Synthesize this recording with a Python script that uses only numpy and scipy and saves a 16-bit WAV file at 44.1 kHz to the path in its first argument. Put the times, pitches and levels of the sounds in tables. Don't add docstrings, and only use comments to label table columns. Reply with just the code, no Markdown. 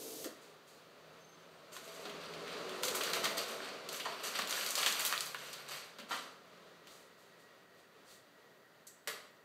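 import sys
import numpy as np
from scipy import signal
from scipy.fft import rfft, irfft
from scipy.io import wavfile
from scipy.ndimage import uniform_filter1d

SR = 44100
rng = np.random.default_rng(int(sys.argv[2]) if len(sys.argv) > 2 else 0)


def put_to_file(sound):
    columns = np.atleast_2d(sound).T
    safe = np.clip(columns, -1, 1)
    whole_steps = np.round(safe * 32767)
    wavfile.write(sys.argv[1], SR, whole_steps.astype(np.int16))


N = 416304
TIME = np.arange(N) / SR
HIT_TIME = TIME[:SR * 3 // 5]
TOP_HZ = 15600
SOFT_CONTACT_S = 0.0061

# frequency in Hz, relative level in dB.
AIR_COLOUR = [(18, -76), (30, -62), (65, -25), (125, -10), (332, -8.5), (389, -4.5), (455, -9.5),
              (639, -6.5), (852, -14.5), (945, -11), (1020, -17), (1720, -10.5), (1910, -11), (2240, -21.5),
              (5310, -23), (15500, -37)]
REEL_COLOUR = [(29, -66), (50, -60), (130, -15.5), (157, -8.5), (225, -5.5), (299, -8), (337, -12),
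               (418, 2), (876, -8.5), (1310, -5.5), (1550, -7.5), (4660, -11), (5250, -11.5), (12700, -38),
               (15000, -54)]
DRAG_COLOUR = [(59, -64), (100, -41), (300, -3), (500, -6), (660, -29), (760, -32), (1340, -30),
               (1520, -15), (2470, -11), (4660, -5.5), (5170, -1.5), (12800, -14.5), (15500, -28)]
TICK_COLOUR = [(1000, -32), (3000, -2), (4500, 5), (7500, 10.5), (10500, -6), (13000, -3), (15500, -24)]
CLACK_COLOUR = [(50, -61), (100, -41), (160, -16), (250, -25), (450, -1), (650, -6.5), (880, -10.5),
                (1100, -3.5), (1600, -4), (2080, 3), (2400, -7), (4600, -2), (5400, -9.5), (13400, -18.5),
                (15500, -51)]
STRIKE_COLOUR = [(300, -35), (1500, -4), (3000, 11), (4600, 3), (5600, 13), (6900, -11), (8200, 1),
                 (11000, -8), (15500, -13)]
BRUSH_COLOUR = [(500, -1), (2000, -4), (4500, 7), (8000, 1), (11000, -8), (15000, -18)]
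SLAP_COLOUR = [(80, -27), (200, -8.5), (480, -2.5), (800, -0.5), (1000, 2.5), (1350, 4), (1800, 4),
               (2300, -2.5), (3000, 1), (4600, -0.5), (7000, -10), (14000, -37)]
BOOM_COLOUR = [(70, -39), (140, -14), (220, 3.5), (330, -10), (450, -5), (650, 2.5), (900, -17),
               (2500, -42)]
RUSTLE_COLOUR = [(60, -42), (130, -12), (200, -5), (330, -4), (600, 10), (860, 2), (1100, 1), (1370, 4.5),
                 (2100, 4), (2800, 5), (3500, 3), (4600, 5), (6500, -2.5), (9000, -7), (15000, -39)]
FIZZ_COLOUR = [(2000, -23.5), (4000, -27), (6000, 12.5), (8200, 6), (10500, -0.5), (13000, -5),
               (15500, -23.5)]
MICROPHONE = [(40, -10), (90, -0.5), (700, -0.5), (870, -2), (1020, 1.5), (1300, 2), (1700, -2.5),
              (4000, -2.5), (4750, -2.5), (5150, -9.5), (6300, -3.5), (11000, 0), (13500, 7)]
# frequency in Hz, t60 in seconds.
ROOM_T60 = [(150, 0.71), (1000, 0.61), (4000, 0.56), (14000, 0.34)]
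# time in seconds, relative level in dB.
HUM_LEVEL = [(0, -73), (.8, -78.5), (1.1, -70), (1.55, -74), (2.0, -66.5), (2.5, -60.5), (2.75, -75),
             (5.6, -79), (6.5, -75.5), (7.6, -80), (8, -84)]
WHINE_LEVEL = [(0, -110), (6.6, -72.5), (7.6, -69), (9.44, -72.5)]
RUMBLE_LEVEL = [(0, -58.5), (1.6, -56.5), (2.3, -46), (2.95, -39.5), (3.7, -45.5), (4.9, -48.5),
                (5.4, -53.5), (6.4, -56.5), (8.6, -64), (9.44, -66)]
# frequency in Hz, width in Hz, relative level in dB.
REEL_MODES = [(312, 14, -6), (375.6, 7.5, -2.5), (420, 13, -6), (468.6, 3.1, -3.5), (506, 22, -5),
              (539, 8.4, -3), (576.6, 17, -1), (639, 12, -3.5)]
CORE_MODES = [(273, 6.4, -5), (318, 9.1, -5), (360, 13, -5), (404, 11, -4), (452, 11, -2), (508, 20, -2),
              (612, 12, -9), (667, 4.5, -9)]
# frequency in Hz, relative level in dB, t60 in seconds.
WIRE_MODES = [(4330, -11, 0.22), (5800, -6, 0.16), (6352, -15, 0.18), (7200, -16, 0.3), (7680, -3, 0.32),
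              (7960, -8, 0.4), (8900, -8, .2), (11000, -6, .12)]
FLANGE_MODES = [(599, 4, 0.11), (1179, -6, 0.37), (1480, -9, 0.36), (1900, -5, 0.36), (2090, 1, 0.25),
                (2697, -1, 0.23), (2810, -6, 0.22), (3440, -8, 0.24), (3800, -16, 0.36), (4440, -8, 0.34),
                (4716, -5, 0.3), (5700, -6, 0.29)]
# start and length in seconds, pitch in Hz, relative level in dB.
GROANS = [(-.06, 0.23, 443, -52.5), (1.757, 0.37, 656, -63), (1.822, 1, 412.6, -62),
          (2.617, 0.6, 372.2, -55.5), (2.78, 0.094, 507, -53), (2.8, 0.32, 424, -58),
          (3.03, 0.075, 465, -52.5), (3.1, 0.45, 667.5, -55)]
SQUEAKS = [(1.18, 0.19, 6290, -61), (1.387, 0.07, 6230, -68), (1.485, .16, 8500, -78)]
# start in seconds, relative levels of wire and of reel in dB.
CLIP_HITS = [(8.869, -50, -65), (9.074, -44.5, -34.5)]
# start, rise and fall in seconds, level in dB.
BRUSHES = [(.4, 0.027, 0.15, -61), (.665, 0.017, 0.18, -59.5), (6.866, .005, 0.063, -59),
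           (6.89, 0.031, 0.19, -57), (7.17, 0.021, 0.17, -65), (7.38, 0.021, 0.098, -64.5),
           (7.76, 0.032, 0.061, -66), (8.04, 0.076, 0.11, -56)]
# start in seconds, relative level in dB,
# boom and flange ring in dB against the slap, t60 of slap and boom in seconds.
BUMPS = [(0.242, -43.5, -3.5, -15, 0.11), (2.05, -38.5, -5.5, -13, 0.092), (3.236, -30, -7.5, -12, 0.082),
         (4.05, -35, -22, -20, 0.12), (4.384, -35.5, -3, -20, 0.042), (4.864, -30, -28, -14, 0.043),
         (5.987, -44, -2, -18, 0.059), (6.107, -32, -18, -27, 0.17)]
# start in seconds, level in dB, lowest mode in Hz, flutter t60 in seconds.
HOLLOW_TAPS = [(1.765, -46, 1090, 0.039), (2.472, -45, 1200, .04), (2.834, -37, 1010, .03),
               (3.008, -39, 1260, 0.034), (3.076, -36, 1190, .025), (3.134, -35, 1350, 0.053),
               (3.254, -32, 1370, 0.066), (3.603, -40, 1200, 0.041), (4.057, -38, 676, 0.16),
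               (4.39, -33.5, 1140, 0.029), (4.575, -36.5, 1160, 0.032), (5.126, -29, 1270, 0.0062),
               (5.137, -31.5, 1430, 0.032), (5.3465, -35, 1190, 0.03), (5.987, -49, 1050, .04),
               (6.108, -39.5, 710, 0.06), (6.127, -38, 1280, .08)]
# multiple of the lowest mode, relative level in dB.
TAP_MODES = [(1, 4), (1.27, 0.5), (1.41, 6), (1.85, -7), (2.34, -8)]
# start in seconds, relative level in dB, centre in Hz, flutter t60 in seconds.
SHARP_CLICKS = [(0.244, -42.5, 5200, 0.0052), (1.766, -45, 3600, 0.024), (2.054, -55, 3550, .04),
                (2.096, -45.5, 2980, .04), (2.236, -50, 3400, .015), (2.338, -47, 2930, .02),
                (2.479, -45, 2600, 0.023), (2.694, -44, 3350, 0.011), (2.834, -30, 4250, 0.01),
                (2.882, -33.5, 4080, 0.029), (2.953, -38, 7900, 0.016), (3.01, -34, 2700, .026),
                (3.035, -34, 4100, 0.017), (3.134, -29.5, 3960, 0.015), (3.242, -32, 4560, .06),
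                (3.254, -31, 3900, 0.035), (3.381, -33.5, 4620, 0.016), (3.889, -37.5, 4380, 0.018),
                (3.929, -46, 7900, .012), (3.947, -49, 7450, .01), (3.999, -38.5, 3000, 0.051),
                (4.238, -44, 3000, 0.052), (4.389, -35, 4370, 0.022), (4.42, -38, 3670, 0.012),
                (4.474, -38, 4200, .015), (4.497, -43, 7000, 0.0088), (4.509, -33, 4700, 0.013),
                (4.526, -32.5, 3420, 0.017), (4.611, -37.5, 3430, 0.0073), (4.663, -34.5, 4770, 0.015),
                (4.707, -34, 6000, 0.0057), (4.754, -28.5, 5200, 0.024), (4.791, -36, 3800, 0.0072),
                (4.799, -38, 4000, 0.014), (4.8297, -32, 2820, .005), (4.833, -33, 2700, 0.003),
                (4.862, -25.5, 3170, 0.008), (4.875, -37, 2300, 0.04), (4.925, -32.5, 4450, 0.0092),
                (4.995, -34.5, 6600, 0.018), (5.007, -36, 6000, .01), (5.051, -30, 5500, 0.0025),
                (5.056, -36, 3150, 0.0054), (5.064, -37, 9900, 0.0044), (5.079, -41, 5500, 0.0088),
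                (5.126, -32, 2970, .005), (5.178, -32.5, 4300, 0.005), (5.2074, -31, 4960, 0.0049),
                (5.26, -45, 8000, .005), (5.346, -41.5, 3000, 0.0045), (5.53, -42.5, 4300, 0.06),
                (5.986, -49, 4500, 0.017), (5.999, -47, 2770, 0.05), (6.872, -51.5, 3200, 0.011)]
# start and length in seconds, relative levels of rustle and fizz in dB.
GRIPS = [(1.715, 0.041, -51, -51.5), (1.83, 0.2, -55, -56.5), (2.195, 0.043, -49.5, -62),
         (2.325, 0.067, -55, -73), (2.46, 0.073, -48, -62), (2.687, 0.12, -56, -59),
         (2.82, 0.032, -42.5, -38), (2.937, 0.02, -39, -38.5), (2.999, 0.087, -40, -44),
         (3.126, 0.02, -38, -40.5), (3.223, 0.016, -37, -40), (3.361, 0.016, -36, -41.5),
         (3.47, 0.022, -42, -44), (3.61, 0.034, -42.5, -59), (3.911, 0.033, -41.5, -43),
         (3.998, 0.23, -48.5, -57), (4.224, 0.051, -40, -40.5), (4.33, 0.072, -38.5, -44.5),
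         (4.48, 0.21, -39, -40), (4.76, 0.086, -35, -37), (4.853, 0.013, -40, -34),
         (4.938, 0.065, -37, -42.5), (4.984, 0.13, -39.5, -41.5), (5.165, 0.11, -46.5, -49.5),
         (5.37, 0.13, -48.5, -52), (5.508, 0.11, -50, -56), (5.672, 0.022, -43.5, -47),
         (5.703, 0.031, -40, -44), (6.082, 0.073, -47, -49)]


def undb(db):
    return np.exp(np.asarray(db) * np.log(10) / 20)


def unit(x):
    return x / np.sqrt(np.mean(x ** 2) + 1e-30)


def unit_peak(x):
    return x / np.sqrt(uniform_filter1d(x ** 2, size=176, mode="constant").max())


def curve(points):
    return np.interp(TIME, *np.transpose(points))


def on_log_axis(hz, points):
    centres, values = np.transpose(points)
    return np.interp(np.log(np.maximum(hz, 1)), np.log(centres), values)


def colour(x, spectrum, size=4096):
    gain = undb(on_log_axis(np.fft.rfftfreq(size, 1 / SR), spectrum))
    cepstrum = irfft(np.log(gain))
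    cepstrum[1:size // 2] *= 2
    cepstrum[size // 2 + 1:] = 0
    return signal.oaconvolve(x, irfft(np.exp(rfft(cepstrum))))[:len(x)]


def resonance(x, hz, width_hz):
    g, k = np.tan(np.pi * min(hz, TOP_HZ) / SR), width_hz / hz
    return signal.lfilter([g * k, 0, -g * k], [1 + g * k + g * g, 2 * g * g - 2, 1 - g * k + g * g], x)


def resonate(drive, modes):
    return sum(undb(db) * unit(resonance(drive, hz, width)) for hz, width, db in modes)


def walk(rate_hz):
    step = int(SR / rate_hz)
    stairs = np.repeat(rng.standard_normal(N // step + 1), step)
    return unit(uniform_filter1d(stairs, step)[:N])


def swell(start, rise, fall):
    return np.interp(TIME, [start, start + rise, start + rise + fall], [0, 1, 0])


def stroke(start, length, attack_s, release_t60):
    attack = np.clip((TIME - start) / attack_s, 0, 1)
    return attack * np.exp(-np.log(1000) * np.clip((TIME - start - length) / release_t60, 0, 10))


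def landing():
    return np.minimum(HIT_TIME / SOFT_CONTACT_S, 1)


def fade(t60):
    return np.exp(-np.log(1000) * HIT_TIME / t60) + 1e-12


def burst(t60):
    return rng.standard_normal(len(HIT_TIME)) * fade(t60)


def ring(modes):
    return sum(undb(db) * fade(t60) * np.cos(2 * np.pi * hz * HIT_TIME) * rng.choice([-1, 1])
               for hz, db, t60 in modes)


def crackle(per_s, spread_db, limit_db):
    chance = rng.random(N)
    at = np.flatnonzero(chance < per_s / SR)
    rarity = -np.log(chance[at] * SR / per_s)
    clicks = np.full(N, 1e-12)
    clicks[at] = (-1) ** (at % 2) * undb(np.minimum(spread_db * rarity, limit_db))
    return clicks


def add(track, start, sound):
    i = max(int(start * SR), 0)
    track[i:i + len(sound)] += sound[:N - i]


def room(x, wet_db, gap_s=0.0018):
    hz = np.fft.rfftfreq(len(HIT_TIME), 1 / SR)
    noise = rfft(rng.standard_normal(len(HIT_TIME)))
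    centres, t60s = np.transpose(ROOM_T60)
    bands = [irfft(noise * on_log_axis(hz, np.c_[centres, share])) for share in np.eye(len(centres))]
    tail = sum(band * fade(t60) for band, t60 in zip(bands, t60s)) * (HIT_TIME > gap_s)
    response = undb(wet_db) * tail / np.linalg.norm(tail)
    response[0] = 1
    return signal.oaconvolve(x, response / np.linalg.norm(response))[:N]


def room_tone(level_db=-65.5):
    return unit(colour(rng.standard_normal(N), AIR_COLOUR)) * undb(level_db)


def machine(start_hz=77.4, settled_hz=86, settle_s=2.2, fundamental_db=-14.5, waver_db=1.5):
    hz = settled_hz + (start_hz - settled_hz) * np.exp(-TIME / settle_s)
    phase = 2 * np.pi * np.cumsum(hz * (1 + 0.019 * walk(25))) / SR
    harmonics = undb(fundamental_db) * np.sin(phase) + np.sin(2 * phase)
    whine = unit(resonance(rng.standard_normal(N), hz=1908, width_hz=44)) * undb(curve(WHINE_LEVEL))
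    hum = np.sqrt(2) * harmonics * undb(curve(HUM_LEVEL) + waver_db * walk(12))
    return hum + whine


def drone(peak_s=5.7, rise_s=1.06, fall_s=0.15, hz_at_peak=143, glide_hz_per_s=8.5, level_db=-66.5):
    hz = hz_at_peak + glide_hz_per_s * (TIME - peak_s)
    gain = swell(peak_s - rise_s, rise_s, fall_s) * undb(level_db + 2.5 * walk(14))
    return gain * np.sqrt(2) * np.sin(2 * np.pi * np.cumsum(hz) / SR)


def reel(gain_db=-2.5, uneven_db=1, pull_start_s=1.5, pull_end_s=3.4, ease_s=0.96):
    pull_times = [pull_start_s - ease_s, pull_start_s, pull_end_s, pull_end_s + ease_s]
    flange_db = np.interp(TIME, pull_times, [-10, -5, -5, -10])
    flange = undb(flange_db) * unit(resonate(rng.standard_normal(N), REEL_MODES))
    rumble = unit(colour(rng.standard_normal(N), REEL_COLOUR))
    return (rumble + flange) * undb(curve(RUMBLE_LEVEL) + gain_db + uneven_db * walk(14))


def groans(gain_db=1, waver=0.00707, rough_db=3):
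    out = np.zeros(N)
    for start, length, hz, db in GROANS:
        phase = 2 * np.pi * np.cumsum(hz * (1 + waver * walk(30.24))) / SR
        tone = np.sqrt(2) * np.sin(phase) * undb(db + gain_db + rough_db * walk(24.8))
        out += tone * stroke(start, length, attack_s=0.053, release_t60=0.45)
    return out


def supply_roll(hiss_db=-47.5, groan_db=-53.5, drag_s=0.26, knock_s=0.255, knock_db=-41, knock_t60=0.11):
    slips = rng.standard_normal(N)
    groan = undb(groan_db) * unit(resonate(slips, CORE_MODES))
    hiss = undb(hiss_db) * unit(colour(slips, DRAG_COLOUR))
    out = (hiss + groan) * stroke(0, drag_s, attack_s=1 / SR, release_t60=0.11)
    knock = landing() * ring([(hz, db, knock_t60) for hz, _, db in CORE_MODES])
    add(out, knock_s, undb(knock_db) * unit_peak(knock))
    return room(out, wet_db=-10.5)


def squeaks(waver=0.003, octave_db=-28, rough_db=5, pitch_arch=0.0072):
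    out = np.zeros(N)
    bend = 1 + waver * walk(300)
    roughness = undb(rough_db * walk(90))
    for start, length, hz, db in SQUEAKS:
        pressure = np.interp((TIME - start) / length, [0, .2, .6, 1], [0, 1, 1, 0])
        phase = 2 * np.pi * np.cumsum(hz * bend * (1 + pitch_arch * (pressure - 1))) / SR
        out += undb(db) * pressure * (np.sin(phase) + undb(octave_db) * np.sin(2 * phase))
    return room(out * roughness, wet_db=-5)


def spring_clip(strike_db=-3, rebound_s=0.007, rebound_db=-1):
    out = np.zeros(N)
    for start, wire_db, reel_db in CLIP_HITS:
        wire = undb(-6) * unit_peak(ring(WIRE_MODES))
        tick = undb(2) * unit_peak(colour(burst(t60=0.15), TICK_COLOUR))
        clack = undb(-1) * unit_peak(colour(burst(t60=0.27), CLACK_COLOUR))
        flange = undb(-8) * unit_peak(ring(FLANGE_MODES))
        boom = undb(-15) * unit_peak(colour(landing() * burst(t60=0.67), REEL_COLOUR))
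        add(out, start, undb(wire_db) * (wire + tick) + undb(reel_db) * (clack + flange + boom))
        for bounce in range(3):
            strike = unit_peak(colour(burst(t60=0.0099), STRIKE_COLOUR))
            gain = undb(reel_db + strike_db + bounce * rebound_db)
            add(out, start + bounce * rebound_s, gain * strike)
    return room(out, wet_db=-5.5)


def brushes():
    pressure = sum(undb(db) * swell(start, rise, fall) for start, rise, fall, db in BRUSHES)
    hiss = unit(colour(rng.standard_normal(N), BRUSH_COLOUR))
    return room(pressure * hiss, wet_db=-8)


def bumps(gain_db=-1):
    out = np.zeros(N)
    for start, db, boom_db, flange_db, t60 in BUMPS:
        slap = unit_peak(colour(landing() * burst(t60), SLAP_COLOUR))
        boom = undb(boom_db) * unit_peak(colour(landing() * burst(t60), BOOM_COLOUR))
        flange = undb(flange_db) * unit_peak(landing() * ring(FLANGE_MODES))
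        add(out, start, undb(db + gain_db) * unit_peak(slap + boom + flange))
    return room(out, wet_db=-0.5)


def hollow_taps(relative_width=0.13):
    out = np.zeros(N)
    for start, db, hz, flutter_t60 in HOLLOW_TAPS:
        push = burst(flutter_t60)
        push[0] += 1
        modes = [(hz * ratio, relative_width * hz * ratio, mode_db) for ratio, mode_db in TAP_MODES]
        tap = resonance(resonate(push, modes), hz, 2 * hz)
        add(out, start, undb(db) * unit_peak(tap))
    return room(out, wet_db=-5)


def sharp_clicks(gain_db=1, flutter_db=-4, crack_width=1.25, ring_db=-7, ring_width=0.24):
    out = np.zeros(N)
    after_gap = HIT_TIME > 0.003
    for start, db, hz, flutter_t60 in SHARP_CLICKS:
        push = undb(flutter_db) * burst(flutter_t60)
        push[0] += 1
        near_corner = undb(-3.5) * unit(burst(t60=0.16) * after_gap)
        far_walls = undb(-2.5) * unit(burst(t60=0.48) * after_gap)
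        click = unit(push) + near_corner + far_walls
        crack = unit(resonance(resonance(click, hz, crack_width * hz), hz, crack_width * hz))
        ringing = undb(ring_db) * unit(resonance(click, hz, ring_width * hz))
        add(out, start, undb(db + gain_db) * unit_peak(crack + ringing))
    return out


def buckling_power(decay_s=0.0078, steady_share=0.71):
    kicks = crackle(per_s=57, spread_db=7.5, limit_db=16) ** 2
    runs = signal.lfilter([1], [1, -np.exp(-1 / (decay_s * SR))], kicks)
    return steady_share + (1 - steady_share) * runs / runs.mean()


def creases(sharp_db=-4):
    pitched = sum(resonance(crackle(per_s=350, spread_db=3.5, limit_db=14), hz, hz / 2)
                  for hz in np.geomspace(1100, 13000, num=6))
    sharp = crackle(per_s=900, spread_db=1.5, limit_db=2.5)
    return unit(pitched) + undb(sharp_db) * unit(sharp)


def crumpling(gain_db=-3, shared_runs=0.41):
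    broad, fine, out = np.zeros((3, N))
    for start, length, rustle_db, fizz_db in GRIPS:
        grip = stroke(start, length, attack_s=0.016, release_t60=0.41)
        broad = np.maximum(broad, undb(rustle_db + gain_db) * grip)
        fine = np.maximum(fine, undb(fizz_db + gain_db) * grip)
    broad_power = buckling_power()
    fine_power = shared_runs * broad_power + (1 - shared_runs) * buckling_power()
    for hand in range(2):
        grains = creases()
        rustle = broad * np.sqrt(broad_power) * unit(colour(grains, RUSTLE_COLOUR))
        fizz = fine * np.sqrt(fine_power) * unit(colour(grains, FIZZ_COLOUR))
        out += room(rustle + fizz, wet_db=-2)
    return out


def scene():
    background = room_tone() + machine() + drone()
    mechanism = reel() + groans() + supply_roll() + squeaks() + spring_clip()
    handling = brushes() + bumps() + hollow_taps() + sharp_clicks() + crumpling()
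    return (background + mechanism + handling)[None]


def record(dry):
    lowpass = signal.ellip(10, .2, 70, TOP_HZ, fs=SR, output="sos")
    return signal.sosfilt(lowpass, colour(dry[0], MICROPHONE))[None]


dry = scene()
out = record(dry)
put_to_file(out)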